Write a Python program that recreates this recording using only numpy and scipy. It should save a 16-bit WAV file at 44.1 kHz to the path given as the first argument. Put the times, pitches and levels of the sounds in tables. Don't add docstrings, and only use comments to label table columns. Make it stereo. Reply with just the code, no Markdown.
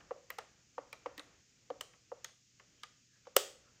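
import sys
import numpy as np
from scipy import signal
from scipy.fft import rfft, irfft
from scipy.io import wavfile

SR = 44100
rng = np.random.default_rng(int(sys.argv[2]) if len(sys.argv) > 2 else 0)


def unload_wav(signal):
    wavfile.write(
        sys.argv[1],
        SR,
        np.round(np.clip(np.atleast_2d(signal).T, -1, 1) * 32767).astype(np.int16),
    )


N = 167580
T = np.arange(int(0.25 * SR)) / SR
RISE_S, PRESS_RISE_S, CASE_RISE_S = 0.00059, 0.00019, 0.0039


def amp(db):
    return 10 ** (np.asarray(db) / 20)


def read(points, hz):
    f, value = np.transpose(points)
    return np.interp(np.log(hz + 1), np.log(f + 1), value)


def sides(db):
    return amp(np.array([[0.5], [-0.5]]) * db)


def unit(x):
    energy = np.sum(x ** 2, -1, keepdims=True)
    return x / np.sqrt(energy / (SR / 100) + 1e-20)


def add(mix, s, sound):
    part = mix[:, max(round(s * SR), 0):][:, :sound.shape[1]]
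    part += sound[:, :part.shape[1]]


def coloured(x, points):
    return irfft(rfft(x) * amp(read(points, np.fft.rfftfreq(N, 1 / SR))), N)


def mode(hz, t60, rise, lag):
    envelope = (1 - np.exp(-T / rise)) * amp(-60 * T / t60)
    return envelope * np.sin(2 * np.pi * hz * T - np.array([[0], [lag]]))


# (frequency [Hz], density [dB per Hz])
HISS_SPECTRUM = [(15, -45), (25, -13.5), (59, -2), (92, -3), (123, -4.5), (170, -3), (489, -11), (962, -19),
                 (1400, -12.5), (2610, -11), (3920, -17), (6900, -9), (8000, -22.5), (9300, -33.5),
                 (11500, -38), (14500, -38.5), (16000, -47)]
# (frequency [Hz], left-right difference [dB])
HISS_BALANCE = [(60, -0.5), (180, -0.5), (550, -1.5), (1650, -1), (4970, 14.5), (15000, 2)]
# (frequency [Hz], correlation [0-1])
HISS_LIKENESS = [(60, 0.72), (300, 0.75), (1500, 0.11), (6000, 0.071)]
# (time [s], relative level [dB])
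MIDRANGE_DRIFT = [(0, 16), (.25, 1.5), (0.579, 3.5), (0.679, -4.5), (0.95, 7), (1.339, 10.5), (1.459, -6),
                  (1.88, 6), (2.031, -6), (2.251, 6), (2.38, -18.5), (2.66, -0.5), (2.919, 0), (3.08, -13),
                  (3.299, 0.5), (3.751, 3)]
HISS_DB, HUM_DB, HUM_HZ = -66.5, -81.5, 120
RUMBLE_HZ, RUMBLE_SHARE = 89.2, 0.79


def background(mid_hz=800, mid_octaves=0.94):
    frames, hz = N // 512 + 5, np.fft.rfftfreq(2048, 1 / SR)
    a, b, c, d = rng.standard_normal((frames, len(hz), 4)).T
    left, other = a + 1j * b, c + 1j * d
    same = read(HISS_LIKENESS, hz)[:, None]
    z = np.array([left, same * left + np.sqrt(1 - same ** 2) * other])

    drift = np.interp(np.arange(frames) * 512 / SR, *np.transpose(MIDRANGE_DRIFT))
    share = np.exp(-0.5 * (np.log2((hz + 1) / mid_hz) / mid_octaves) ** 2)
    share += RUMBLE_SHARE / (1 + (hz / RUMBLE_HZ) ** 2)
    z *= amp(read(HISS_SPECTRUM, hz)[:, None] + share[:, None] * drift)
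    z *= sides(read(HISS_BALANCE, hz))[:, :, None]
    hiss = signal.istft(z, nperseg=2048, noverlap=1536)[1][:, :N]
    hum = np.sqrt(2) * np.sin(2 * np.pi * HUM_HZ * np.arange(N) / SR)
    return amp(HISS_DB) * hiss / hiss.std() + amp(HUM_DB) * hum


BAND_EDGES = [400, 700, 1400, 2800, 5600, 10000, 16500]
BAND_DECAY = [0.22, 0.077, 0.037, 0.017, 0.017, 0.0053]
BAND_BALANCE = [4, -0.5, 0.5, 3.5, 5, -6.5]
BAND_LIKENESS = [0.95, 0.45, 0.44, 0.51, 0.59, 0.16]


def plastic(levels_db, rise, pan_db):
    out = 0
    for k, db in enumerate(levels_db):
        common, *separate = rng.standard_normal((3, len(T)))
        same = BAND_LIKENESS[k]
        noise = np.sqrt(same) * common + np.sqrt(1 - same) * np.array(separate)
        burst = noise * np.minimum(T / rise, 1) ** 2 * amp(-60 * T / BAND_DECAY[k])
        band = signal.butter(3, BAND_EDGES[k:k + 2], "band", fs=SR, output="sos")
        out = out + amp(db) * unit(signal.sosfilt(band, burst)) * sides(pan_db + BAND_BALANCE[k])
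    return out


# (time [s], level before the band colour [dB])
FAINT_TICKS = [(.003, -60), (1.932, -63.5), (2.288, -67), (2.595, -59), (3.156, -75.5), (3.251, -66.5)]
TICK_COLOUR = [-8, -5, 1, -10, -30.5, -31]


def faint_tick(db):
    return plastic(db + np.array(TICK_COLOUR), 0.0031, 2)


# (frequency [Hz], level [dB])
SHELL_RADIATION = [(320, -7.5), (500, 0.5), (820, -2.5), (1000, -1), (1230, 4.5), (1480, -2.5), (1900, 0.5),
                   (2550, -6), (3100, -1.5), (4200, -5), (7000, 0)]


def shell(x):
    return coloured(x, SHELL_RADIATION)


# (frequency [Hz], time to die by 60 dB [s])
ROOM_DECAY = [(250, 0.5), (550, 0.5), (1200, 0.41), (3000, 0.4), (7000, 0.39), (15000, 0.27)]
# (frequency [Hz], level [dB])
ROOM_COLOUR = [(250, -3.5), (450, -16.5), (640, -12.5), (1200, -9.5), (3000, -6.5), (7000, -5.5),
               (11000, -13), (14000, -16.5)]


def room(x, delay_s=0.00038, build_s=0.003):
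    t = np.arange(SR // 2) / SR
    hz, at, z = signal.stft(rng.standard_normal((2, len(t))), SR, nperseg=512)
    t60 = read(ROOM_DECAY, hz)[:, None]
    z = z / abs(z) * z.std()
    z = z * amp(read(ROOM_COLOUR, hz)[:, None] - 60 * at / t60)
    z = z * np.sqrt(2 * np.log(1000) / (t60 * SR))
    tail = signal.istft(z, SR, nperseg=512)[1][:, :len(t)]
    tail = tail * np.clip((t - delay_s) / build_s, 0, 1)
    return signal.fftconvolve(x, tail, axes=1)[:, :N]


# (pitch ratio to the case pitch [1], relative level [dB],
# time to die by 60 dB [s], phase lag of the right side [rad])
CASE_MODES = [(0.93, -6, 0.026, 1), (1.02, -0.5, 0.018, .5), (1.419, -11, 0.025, 1)]


def case(hz):
    return unit(sum(amp(db) * mode(hz * ratio, t60, CASE_RISE_S, lag)
                    for ratio, db, t60, lag in CASE_MODES))


HOLLOW_HZ, HOLLOW_WIDTH = 537, 0.091
HOLLOW_T60, HOLLOW_RISE_S = 0.34, 0.006


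def hollow(db):
    noise = rng.standard_normal(len(T))
    burst = noise * (1 - np.exp(-T / HOLLOW_RISE_S)) * amp(-60 * T / HOLLOW_T60)
    edges = [HOLLOW_HZ / (1 + HOLLOW_WIDTH), HOLLOW_HZ * (1 + HOLLOW_WIDTH)]
    band = signal.butter(2, edges, "band", fs=SR, output="sos")
    return amp(db) * unit(signal.sosfilt(band, burst))


# (time [s], reference level of case and hollow ring [dB], case pitch [Hz], key pitch [Hz],
# key knock [dB], reference level of the edge [dB], reference level of the tick [dB])
KEY_PRESSES = [(0.1094, -37.5, 513, 950, -44, -60.5, -82), (0.7813, -42, 542, 887, -39, -57.5, -53.5),
               (1.06, -41, 540, 930, -40, -50, -46), (1.7032, -39, 521, 793, -42, -59, -49),
               (2.1180, -42.5, 519, 860, -46, -72, -66), (3.27, -52, 544, 883, -54, -65, -53)]
# (pitch ratio to the key pitch [1], relative level [dB], time to die by 60 dB [s])
KNOCK_MODES = [(1, 22.5, 0.010), (1.27, -8.5, 0.0075)]
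BOTTOM_S, BOTTOM_DB = 0.004747, 4.5


def press(level_db, hz, key_hz, knock_db, edge_db, tick_db, body_db=-3, stop_knock_db=-11, pan_db=4):
    cap = unit(sum(amp(db) * mode(key_hz * ratio, t60, PRESS_RISE_S, 0.43)
                   for ratio, db, t60 in KNOCK_MODES))
    cap = amp(knock_db) * cap * sides(pan_db)
    body = amp(level_db + body_db) * case(hz)
    bands = [knock_db - 17, knock_db - 13.5, edge_db + 2.5, tick_db - 11.5]
    out = body + cap + plastic(bands, PRESS_RISE_S, 2.0)
    add(out, BOTTOM_S, -amp(BOTTOM_DB) * body - amp(stop_knock_db) * cap)
    return out


SCRAPE_DB, SCRAPE_S = -19, 0.0028


def snap(levels_db, pan_db, ring):
    out = amp(SCRAPE_DB) * plastic(levels_db, RISE_S, pan_db)
    add(out, SCRAPE_S, plastic(levels_db, RISE_S, pan_db) + ring)
    return out


# (time of the snap [s], level in each of six bands before the colour [dB] x 6,
# main ring [Hz], its level before the ring gain [dB], its time to die by 60 dB [s],
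# second ring [Hz], its level before the ring gain [dB], left-right difference [dB])
KEY_RELEASES = [(0.303, -48, -47.5, -50, -51.5, -60, -34.5, 1127, -51, 0.01, 1980, -48, 3.1),
                (0.385, -42.5, -41, -50, -48, -56.5, -49, 815, -43, 0.025, 1860, -53, 2.5),
                (0.9285, -54, -48.5, -59, -53, -60.5, -48, 2380, -44, 0.021, 3990, -53, 3.9),
                (1.1785, -57, -54, -54.5, -51.5, -60, -42.5, 1890, -51.5, 0.027, 4480, -56.5, 0.65),
                (1.1951, -53, -50.5, -53.5, -62.5, -58, -62, 3900, -46.5, 0.0045, 1900, -57.5, 0.46),
                (1.8095, -47, -48, -55, -46.5, -48.5, -37, 3020, -43, .007, 1090, -50.5, 1.9),
                (2.245, -55.5, -53, -54, -46, -56, -40.5, 6510, -46, 0.0065, 1868, -57, 5.8),
                (2.8337, -60.5, -52.5, -54, -49, -61.5, -52, 1216, -54, 0.066, 3240, -55, 4.5)]
RELEASE_COLOUR = [-8.5, -5, 5.5, 0.5, 0, -19.5]
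CASE_HZ = 527


def release(levels_db, ring_hz, ring_db, ring_t60, second_hz, second_db, pan_db,
            body_db=-4, second_t60=0.015, lag=0.74):
    ring = amp(ring_db) * unit(mode(ring_hz, ring_t60, RISE_S, lag))
    ring += amp(second_db) * unit(mode(second_hz, second_t60, RISE_S, lag))
    body = amp(levels_db[0] + body_db) * case(CASE_HZ)
    return snap(levels_db + np.array(RELEASE_COLOUR), pan_db, ring * sides(pan_db) + body)


# (time [s], level [dB])
LOW_THUDS = [(0.782, -58.5), (1.062, -56), (1.18, -54), (1.707, -55.5)]
THUD_HZ, THUD_T60 = 296, 0.12


def thuds():
    out = np.zeros((2, N))
    for s, db in LOW_THUDS:
        add(out, s, amp(db) * unit(mode(THUD_HZ, THUD_T60, CASE_RISE_S, 0.35)))
    return out


# (time [s], length [s], pitch [Hz], level at the middle [dB])
FINGER_RUBS = [(2.69, 0.25, 3070, -74), (3.08, 0.15, 1720, -74), (3.633, 0.094, 1310, -71)]


def rubs(width=0.059):
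    out = np.zeros((2, N))
    for s, length, hz, db in FINGER_RUBS:
        band = signal.butter(1, [hz / (1 + width), hz * (1 + width)], "band", fs=SR, output="sos")
        z = signal.sosfilt(band, rng.standard_normal((2, len(T))))
        swell = np.sin(np.pi * np.minimum(T / length, 1))
        add(out, s, amp(db) * z / z.std() * swell)
    return out


# (time [s], left-right difference [dB])
STIFF_CLACK = (3.3652, 1.4)
CLACK_BANDS = [-41, -40, -31, -25, -26.5, -28.5]
# (frequency [Hz], level [dB], time to die by 60 dB [s])
CLACK_LOW = [(422, -26.5, 0.024), (492, -28.5, 0.013), (528, -25, 0.037), (734, -32, .03)]
# (frequency [Hz], level before the ring gain [dB])
CLACK_HIGH = [(1270, -32.5), (2920, -28), (3570, -44), (5250, -32), (7150, -40.5), (8710, -43.5),
              (13500, -45)]


def clack(pan_db, ring_db, rise_cycles=0.79, ring_t60=0.008, hollow_db=-48, lag_per_khz=0.45, low_lag=1):
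    low = sum(amp(db) * unit(mode(hz, t60, rise_cycles / hz, low_lag)) for hz, db, t60 in CLACK_LOW)
    high = sum(amp(db + ring_db) * unit(mode(hz, ring_t60, RISE_S, lag_per_khz * hz / 1e3))
               for hz, db in CLACK_HIGH)
    return snap(CLACK_BANDS, pan_db, low + high * sides(pan_db) + hollow(hollow_db))


LOW_CUT_HZ = 367


def keys(ring_db, linger_db=-14, order=5):
    out = np.zeros((2, N))
    for s, db in FAINT_TICKS:
        add(out, s, faint_tick(db))
    for s, db, *row in KEY_PRESSES:
        add(out, s, press(db, *row) + hollow(db + linger_db))
    for s, *bands, hz, db, t60, second_hz, second_db, pan in KEY_RELEASES:
        sound = release(bands, hz, db + ring_db, t60, second_hz, second_db + ring_db, pan)
        add(out, s - SCRAPE_S, sound)
    s, pan = STIFF_CLACK
    add(out, s - SCRAPE_S, clack(pan, ring_db))
    return signal.sosfilt(signal.butter(order, LOW_CUT_HZ, "high", fs=SR, output="sos"), out)


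def scene(count=2, near_ring_db=0.5, echo_ring_db=-4, echo_db=0.5):
    near = shell(keys(near_ring_db)) + thuds()
    echo = 0
    for k in range(count):
        source = shell(keys(echo_ring_db)) + thuds()
        echo = echo + room(source[::(-1) ** k])
    return near + amp(echo_db) * echo / np.sqrt(count) + rubs() + background()


# (frequency [Hz], level [dB])
MIC_TREBLE = [(8500, 0), (11200, -8.5), (13000, 4.5), (14600, 8), (16000, -4.5)]
EDGE_HZ = 16300


def record(dry):
    low_pass = signal.firwin(255, EDGE_HZ, window=("kaiser", 8), fs=SR)
    return signal.oaconvolve(coloured(dry, MIC_TREBLE), low_pass[None], "same")


dry = scene()
out = record(dry)
unload_wav(out)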